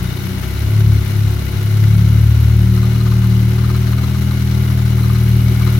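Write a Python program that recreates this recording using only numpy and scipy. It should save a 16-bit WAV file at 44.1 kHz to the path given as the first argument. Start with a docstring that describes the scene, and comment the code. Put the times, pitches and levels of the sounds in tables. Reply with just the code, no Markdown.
"""Idling four-cylinder turbo engine

Heard from just above the open bay, the speed hunts, then creeps up. The exhaust booms as its orders,
multiples of the firing rate, cross the pipe's resonances. Friction of valve gear and belts rings the
block, injectors tick at every firing, and thin whines and chirps lie over them.
At the faster idle a loose part rattles in bursts."""
import sys
import numpy as np
from scipy import signal
from scipy.fft import rfft, irfft
from scipy.io import wavfile
from scipy.ndimage import uniform_filter1d, minimum_filter1d

SR = 44100
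rng = np.random.default_rng(int(sys.argv[2]) if len(sys.argv) > 2 else 0)


def inscribe(sig):
    """Save sig as 16-bit PCM at rate SR to the path in sys.argv[1].

    A 1-D sig is mono; a 2-D sig holds one channel per row.
    Samples are clipped to [-1, 1] before scaling.
    """
    pcm = np.round(np.clip(np.atleast_2d(sig).T, -1, 1) * 32767)
    wavfile.write(sys.argv[1], SR, pcm.astype(np.int16))


N = 255339
T = np.arange(N) / SR
HZ = np.fft.rfftfreq(N, 1 / SR)

# Engine speed as firing rate: t/s, f/Hz
FIRING_RATE = [(0.0, 30.06), (0.41, 31.87), (0.55, 34.45), (0.88, 35.85), (1.05, 34.2), (1.25, 35.02),
               (1.46, 33.96), (2.05, 36.43), (2.59, 37.27), (2.93, 38.66), (3.34, 37.94), (3.67, 38.97),
               (3.89, 38.97), (4.18, 40.13), (4.62, 39.43), (5.32, 38.67), (5.55, 39.11), (5.79, 38.69)]
# Strength of the exhaust pulses: t/s, level/dB (levels in all tables are relative)
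PULSE_STRENGTH = [(0, -1.7), (.4, -2), (.58, -6.5), (.8, -0.7), (1.25, -0.5), (1.5, -2), (1.95, -0.8),
                  (3.4, -0.64), (4.35, 0.4), (5.15, 1), (5.79, 0.9)]
# Deepest boom, firing order 2: t/s, level/dB
SECOND_ORDER = [(0, -21), (.2, -38.5), (.36, -26), (.47, -24), (.67, -18), (.76, -33), (.85, -16.5),
                (1.0, -17.5), (1.13, -33), (1.29, -18), (1.45, -22), (1.73, -31), (1.93, -17.5),
                (2.45, -12.5), (2.9, -20.5), (5.79, -18.5)]
# Exhaust fundamental against firing rate: f/Hz, level/dB
FIRST_ORDER = [(31, -51), (35, -38)]
# Firing orders 3 to 6 of a pulse, before the pipe: level/dB
PULSE_SPECTRUM = [-25.5, -28, -34.5, -40.5]
# Resonances and notches of the exhaust pipe: f/Hz, width/Hz, gain/dB
PIPE_MODES = [(101.8, 2.8, -6.5), (106.5, 10.25, 12.5), (114.2, 12.4, 10.5), (144.4, 7.8, 9),
              (181, 4.2, 11.5), (184.8, 2.87, -15), (187.7, 10.3, 16.5), (203.8, 14.7, 8.5)]
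# Panel resonances: f/Hz, width/Hz, level/dB
PANEL_MODES = [(236.3, 5.1, -39.5), (255.8, 7.8, -29.5), (273, 22, -35.5)]
# Mechanical noise: t/s, valve gear and belt level/dB, injector level/dB
MECHANICAL_LEVELS = [(0, -37, -43.5), (1.85, -37, -42.5), (2.2, -37.5, -44), (3.5, -37.5, -45),
                     (5.1, -37, -43), (5.79, -35.5, -40.5)]
# Spectral density of the friction noise: f/Hz, level/dB
FRICTION_SPECTRUM = [(25, -19), (60, 9), (150, 9), (280, 8.5), (400, 4.5), (520, -1.5), (900, -2.5),
                     (1800, -5), (3200, -5.5), (6000, -9.5), (7200, -14), (8500, -17), (16000, -11.5)]
# Resonances of block, covers and brackets: f/Hz, width/Hz, gain/dB
BLOCK_MODES = [(363, 27, 8.5), (633, 8.3, 7), (850.5, 12, 8.5), (1429, 225, 6.5), (2050, 140, 7),
               (2201, 32, 7.5), (2492, 21, 6), (2913, 105, 8), (3840, 380, 4), (4146, 66, 7.5),
               (5760, 270, 3), (9170, 120, 11)]
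# Friction noise, left minus right: f/Hz, level/dB
FRICTION_BALANCE = [(100, 25), (330, 1), (500, 5), (800, 5), (1200, 9.5), (1800, 9.5), (2700, 5),
                    (4200, 5.5), (6400, 7), (9500, 2)]
# Likeness of the friction noise at the two ears: f/Hz, correlation
EAR_CORRELATION = [(150, 0.13), (330, 0.62), (600, 0.69), (1200, 0.33), (2200, 0.13), (4000, 0.069),
                   (12000, 0.022)]
# Timing of the ticks against the exhaust boom, by firing rate: f/Hz, offset/firings
TICK_OFFSET = [(34.5, -.1), (39.5, .18)]
# The four injectors in firing order: level/dB, time held open/s
INJECTOR_VALVES = [(4, .0016), (2, .0036), (3.5, 0.0018), (4, 0.002)]
# Spectral density of the injector ticks: f/Hz, level/dB
TICK_SPECTRUM = [(100, -21), (3000, -40), (6000, -36), (8200, -12), (9500, -3.5), (11000, 5), (11900, 8),
                 (13000, 3.5), (15500, 2), (16500, -20)]
# Injector ticks, left minus right: f/Hz, level/dB
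TICK_BALANCE = [(6000, -14), (8500, -18), (10000, -12.5), (12000, -9), (13500, -5), (16000, -9)]
# Whines of the accessories: f/Hz, level/dB
ACCESSORY_TONES = [(2236, -55.5), (6596, -64.5)]
# Runs of metal chirps: t/s, count, f/Hz, level/dB
CHIRP_RUNS = [(.07, 5, 3720, -34.5), (.572, 1, 3940, -32), (2.943, 1, 4050, -32), (5.033, 1, 4100, -32)]
# Singing of a belt: t/s, level/dB
BELT_LEVEL = [(0, -64), (1.1, -49), (1.5, -67), (4.9, -52), (5.3, -47), (5.65, -40.5), (5.79, -51)]
# Bursts of rattling: t/s, number of knocks, level/dB
RATTLE_BURSTS = [(2.777, 2, -28.5), (2.949, 4, -27.5), (3.236, 1, -29.5), (3.583, 4, -25.5),
                 (3.87, 4, -26.5), (4.148, 1, -30), (4.31, 1, -30.5), (4.702, 1, -30), (4.984, 4, -27),
                 (5.612, 2, -25.5)]
# Modes of the loose part: f/Hz, width/Hz, level/dB
LOOSE_MODES = [(1073, 15, -7.5), (1225, 45, 0), (1400, 100, -5.5), (1860, 210, -23), (2300, 210, -39),
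               (4054, 110, -5), (5000, 1200, -33)]


def amp(db):
    """Amplitude ratio for a level in decibels."""
    return 10 ** (np.asarray(db) / 20)


def unit(x):
    """Normalisation to rms 1."""
    return x / np.sqrt(np.mean(x ** 2) + 1e-20)


def curves(table):
    """Linear interpolation of each column over time."""
    times, *columns = np.transpose(table)
    return [np.interp(T, times, column) for column in columns]


def spectrum(table):
    """Interpolation over log frequency, at every bin."""
    hz, value = np.transpose(table)
    return np.interp(np.log(HZ + 1), np.log(hz + 1), value)


def pan(side_db):
    """Ear gains for an interaural level difference, left minus right."""
    return amp(np.array([[.5], [-.5]]) * side_db)


def drift(rate_hz, size=4096):
    """Slow random fluctuation: low-passed noise of rms about 1."""
    step_s = T[-1] / (size - 1)
    rolloff = 1 + (np.fft.rfftfreq(size, step_s) / rate_hz) ** 4
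    slow = irfft(rfft(rng.standard_normal(size)) / rolloff)
    return np.interp(T, np.arange(size) * step_s, unit(slow))


def add(mix, start_s, sound):
    """Superposition of a sound on the mix at a given time."""
    part = mix[..., max(round(start_s * SR), 0):][..., :sound.shape[-1]]
    part += sound[..., :part.shape[-1]]


def lift(modes, hz):
    """Gain in decibels of a set of bell-shaped peaks and notches."""
    return sum(db / (1 + (2 * (hz - centre) / width) ** 2) for centre, width, db in modes)


def resonate(x, hz, width):
    """Response of one damped mode, scaled to rms 1."""
    pole = np.exp((2j * np.pi * hz - np.pi * width) / SR)
    return unit(signal.lfilter([1], [1, -pole], x).real)


def swept(firings, rate, order, hz, width):
    """Forced vibration: an order swells and turns in phase as it crosses a resonance."""
    response = 1 / (1 + 2j * (order * rate - hz) / width)
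    return np.sqrt(2) * (response * np.exp(2j * np.pi * order * firings)).real


def exhaust(firings, rate, panel_db=-1.5, fall_db=6.5, unevenness=0.059):
    """Harmonics of the firing pulses boom at the pipe's resonances; higher ones buzz the panels."""
    def order(k):
        lag = np.pi / 2 + np.arctan((k * rate - 184) / 7)  # half a cycle of phase turn across 184 Hz
        return -np.sqrt(2) * np.sin(2 * np.pi * k * firings - lag)
    pulse_db, = curves(PULSE_STRENGTH)
    second_db, = curves(SECOND_ORDER)
    first_db = np.interp(rate, *np.transpose(FIRST_ORDER))
    deep = amp(first_db) * order(0.99) + amp(second_db) * order(2)
    boom = sum(amp(pulse_db + db + lift(PIPE_MODES, k * rate)) * order(k)
               for k, db in enumerate(PULSE_SPECTRUM, 3))
    buzz = sum(amp(db + panel_db - fall_db * (k - 6)) * swept(firings, rate, k, hz, width)
               for k in range(6, 9) for hz, width, db in PANEL_MODES)
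    pipe = (deep + boom) * (1 + unevenness * drift(13))
    panels = buzz * (1 + 0.34 * drift(3.4))
    return (pipe + panels) * pan(2)


def burble(firings, level_db=-45, centre_order=7.8, reach=2.9, waver=.35):
    """Unequal cylinders lengthen the period, so faint lines stand midway between firing orders."""
    orders = np.arange(9, 23, 2) / 2
    gains = amp(level_db) / (1 + ((orders - centre_order) / reach) ** 4)
    phases = rng.random(len(orders))
    lines = sum(gain * (1 + waver * drift(3.6)) * np.sin(2 * np.pi * (k * firings + phase))
                for k, gain, phase in zip(orders, gains, phases))
    return lines * pan(1.8)


def machinery(firings, level_db, gain_db=-1, grain_db=1.15, clatter=0.38):
    """Friction of belts and chain, modulated by valves closing twice a firing, excites the block."""
    noise = rng.standard_normal((2, N))
    valves = np.exp(-(2 * firings % 1) / .25) * (1 + .4 * drift(40))
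    load = amp(grain_db * drift(67)) * (1 + clatter * valves)
    left, independent = rfft(noise * load)
    correlation = np.clip(spectrum(EAR_CORRELATION), -1, 1)
    right = correlation * left + np.sqrt(1 - correlation ** 2) * independent
    body_db = spectrum(FRICTION_SPECTRUM) + lift(BLOCK_MODES, HZ)
    ears = np.array([left, right]) * pan(spectrum(FRICTION_BALANCE)) * amp(body_db)
    midband = irfft(ears.mean(0) * ((HZ > 1800) & (HZ < 6500)), N)  # the level refers to this band
    return irfft(ears, N) / midband.std() * amp(level_db + gain_db)


def injectors(firings, rate, level_db, gain_db=2, ring_s=0.00068, tail_s=0.013, spread_db=2.4):
    """Each injector clicks open and shut; scattering in the bay draws the clicks into a short hiss."""
    offset = np.interp(rate, *np.transpose(TICK_OFFSET))
    starts = T[1:][np.diff(np.floor(firings + offset)) > 0]
    t = T[:SR // 16]
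    click = np.exp(-t / ring_s) + 0.18 * np.exp(-t / tail_s)
    power = np.zeros(N)
    for k, start in enumerate(starts):
        db, open_s = INJECTOR_VALVES[k % len(INJECTOR_VALVES)]
        opening, closing = amp(db + spread_db * rng.standard_normal(2)) ** 2
        add(power, start, opening * click)
        add(power, start + open_s, 0.8 * closing * click)
    ticks = np.sqrt(power + 0.058) * rng.standard_normal((2, N))  # over a steady floor of hiss
    ticks = irfft(rfft(ticks) * amp(spectrum(TICK_SPECTRUM)) * pan(spectrum(TICK_BALANCE)), N)
    return unit(ticks) * amp(level_db + gain_db)


def whines(wander_hz=4, waver=0.72):
    """The accessories give thin tones, randomly modulated in frequency and amplitude."""
    tones = np.zeros(N)
    for hz, db in ACCESSORY_TONES:
        phase = 2 * np.pi * np.cumsum(hz + wander_hz * drift(9.2)) / SR
        tones += amp(db) * np.sin(phase) * (1 + waver * drift(3.6))
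    return np.sqrt(2) * tones * pan(6.8)


def chirps(rate, rise_s=0.0032, spread_hz=50):
    """Damped vibration of thin metal: a brief ring, once or on several firings in a row."""
    t, out = T[:SR // 25], np.zeros(N)
    envelope = t / rise_s * np.exp(1 - t / rise_s)
    for start, count, hz, db in CHIRP_RUNS:
        for i in range(round(count)):
            ring = np.sin(2 * np.pi * (hz + spread_hz * rng.standard_normal()) * t)
            add(out, start + i / np.interp(start, T, rate), amp(db) * envelope * ring)
    return out * pan(5)


def cover(firings, rate, level_db=-36, hz=367, width_hz=24, waver=0.1, fall_db=3.5):
    """Odd crank orders, weaker as they go up, drive the engine cover to resonance in turn."""
    orders = np.array([19, 21, 23]) / 2  # two firings to a crank revolution
    note = sum(amp(-fall_db * i) * swept(firings, rate, k, hz, width_hz) * (1 + waver * drift(19))
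               for i, k in enumerate(orders))
    return amp(level_db) * note * pan(1)


def belt(hz=2225, width_hz=100):
    """Friction noise filtered by a narrow resonance gives a breathy note."""
    level_db, = curves(BELT_LEVEL)
    rubbing = rng.standard_normal(N)
    note = resonate(resonate(rubbing, hz, width_hz), hz, width_hz)
    return amp(level_db) * note * pan(6)


def rattle(gain_db=-14.5, gap_s=.055, contact_s=.0035, bounce_s=0.0074, lead_s=0.00098, sag_db=20):
    """Impacts excite the modes of a loose metal part that swings at its own pace and bounces."""
    t, out = T[:SR // 16], np.zeros((2, N))
    rebound = 0.87 * (t > bounce_s) * np.exp(-abs(t - bounce_s) / contact_s)
    blow = np.exp(-t / contact_s) + rebound
    for start, count, burst_db in RATTLE_BURSTS:
        for i in range(round(count)):
            progress = (i + .5) / round(count)
            knock_db = burst_db + gain_db - sag_db * (progress - 0.62) ** 2  # swells, then sags
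            treble_db = -3 + 2.5 * rng.standard_normal()
            forces = blow * rng.standard_normal((2, len(t)))
            direct, echo = (sum(amp(db + treble_db * (hz > 3000)) * resonate(force, hz, width)
                                for hz, width, db in LOOSE_MODES) for force in forces)
            right = (direct + echo) / np.sqrt(2)  # the far ear hears it partly by reflection
            add(out, start + i * gap_s - lead_s, amp(knock_db) * np.array([direct, right]))
    return out * pan(9)


def bracket(firings, rate, level_db=-51):
    """Sympathetic resonance: a bracket hums faintly when a high firing order meets its mode."""
    return amp(level_db) * swept(firings, rate, order=17, hz=668, width=7) * pan(5.1)


def scene():
    """The sources superpose; one crankshaft keeps the orders, valves and injectors in step."""
    rate, = curves(FIRING_RATE)
    firings = 1 / 4 + np.cumsum(rate) / SR  # phase, counted in firings
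    gear_db, injector_db = curves(MECHANICAL_LEVELS)
    low = exhaust(firings, rate) + burble(firings) + cover(firings, rate) + bracket(firings, rate)
    mechanical = machinery(firings, gear_db) + injectors(firings, rate, injector_db)
    return low + mechanical + rattle() + chirps(rate) + belt() + whines()


def record(dry, window=441, edge_hz=15950):
    """Peak limiting holds the biggest booms at full scale; a low-pass filter bounds the band."""
    allowed = 1 / np.maximum(abs(dry).max(0), 1)
    gain = uniform_filter1d(minimum_filter1d(allowed, size=window), size=window)
    lowpass = signal.firwin(801, edge_hz, window=("kaiser", 9), fs=SR)
    return signal.oaconvolve(dry * gain, lowpass[None], "same", axes=1)


dry = scene()
out = record(dry)
inscribe(out)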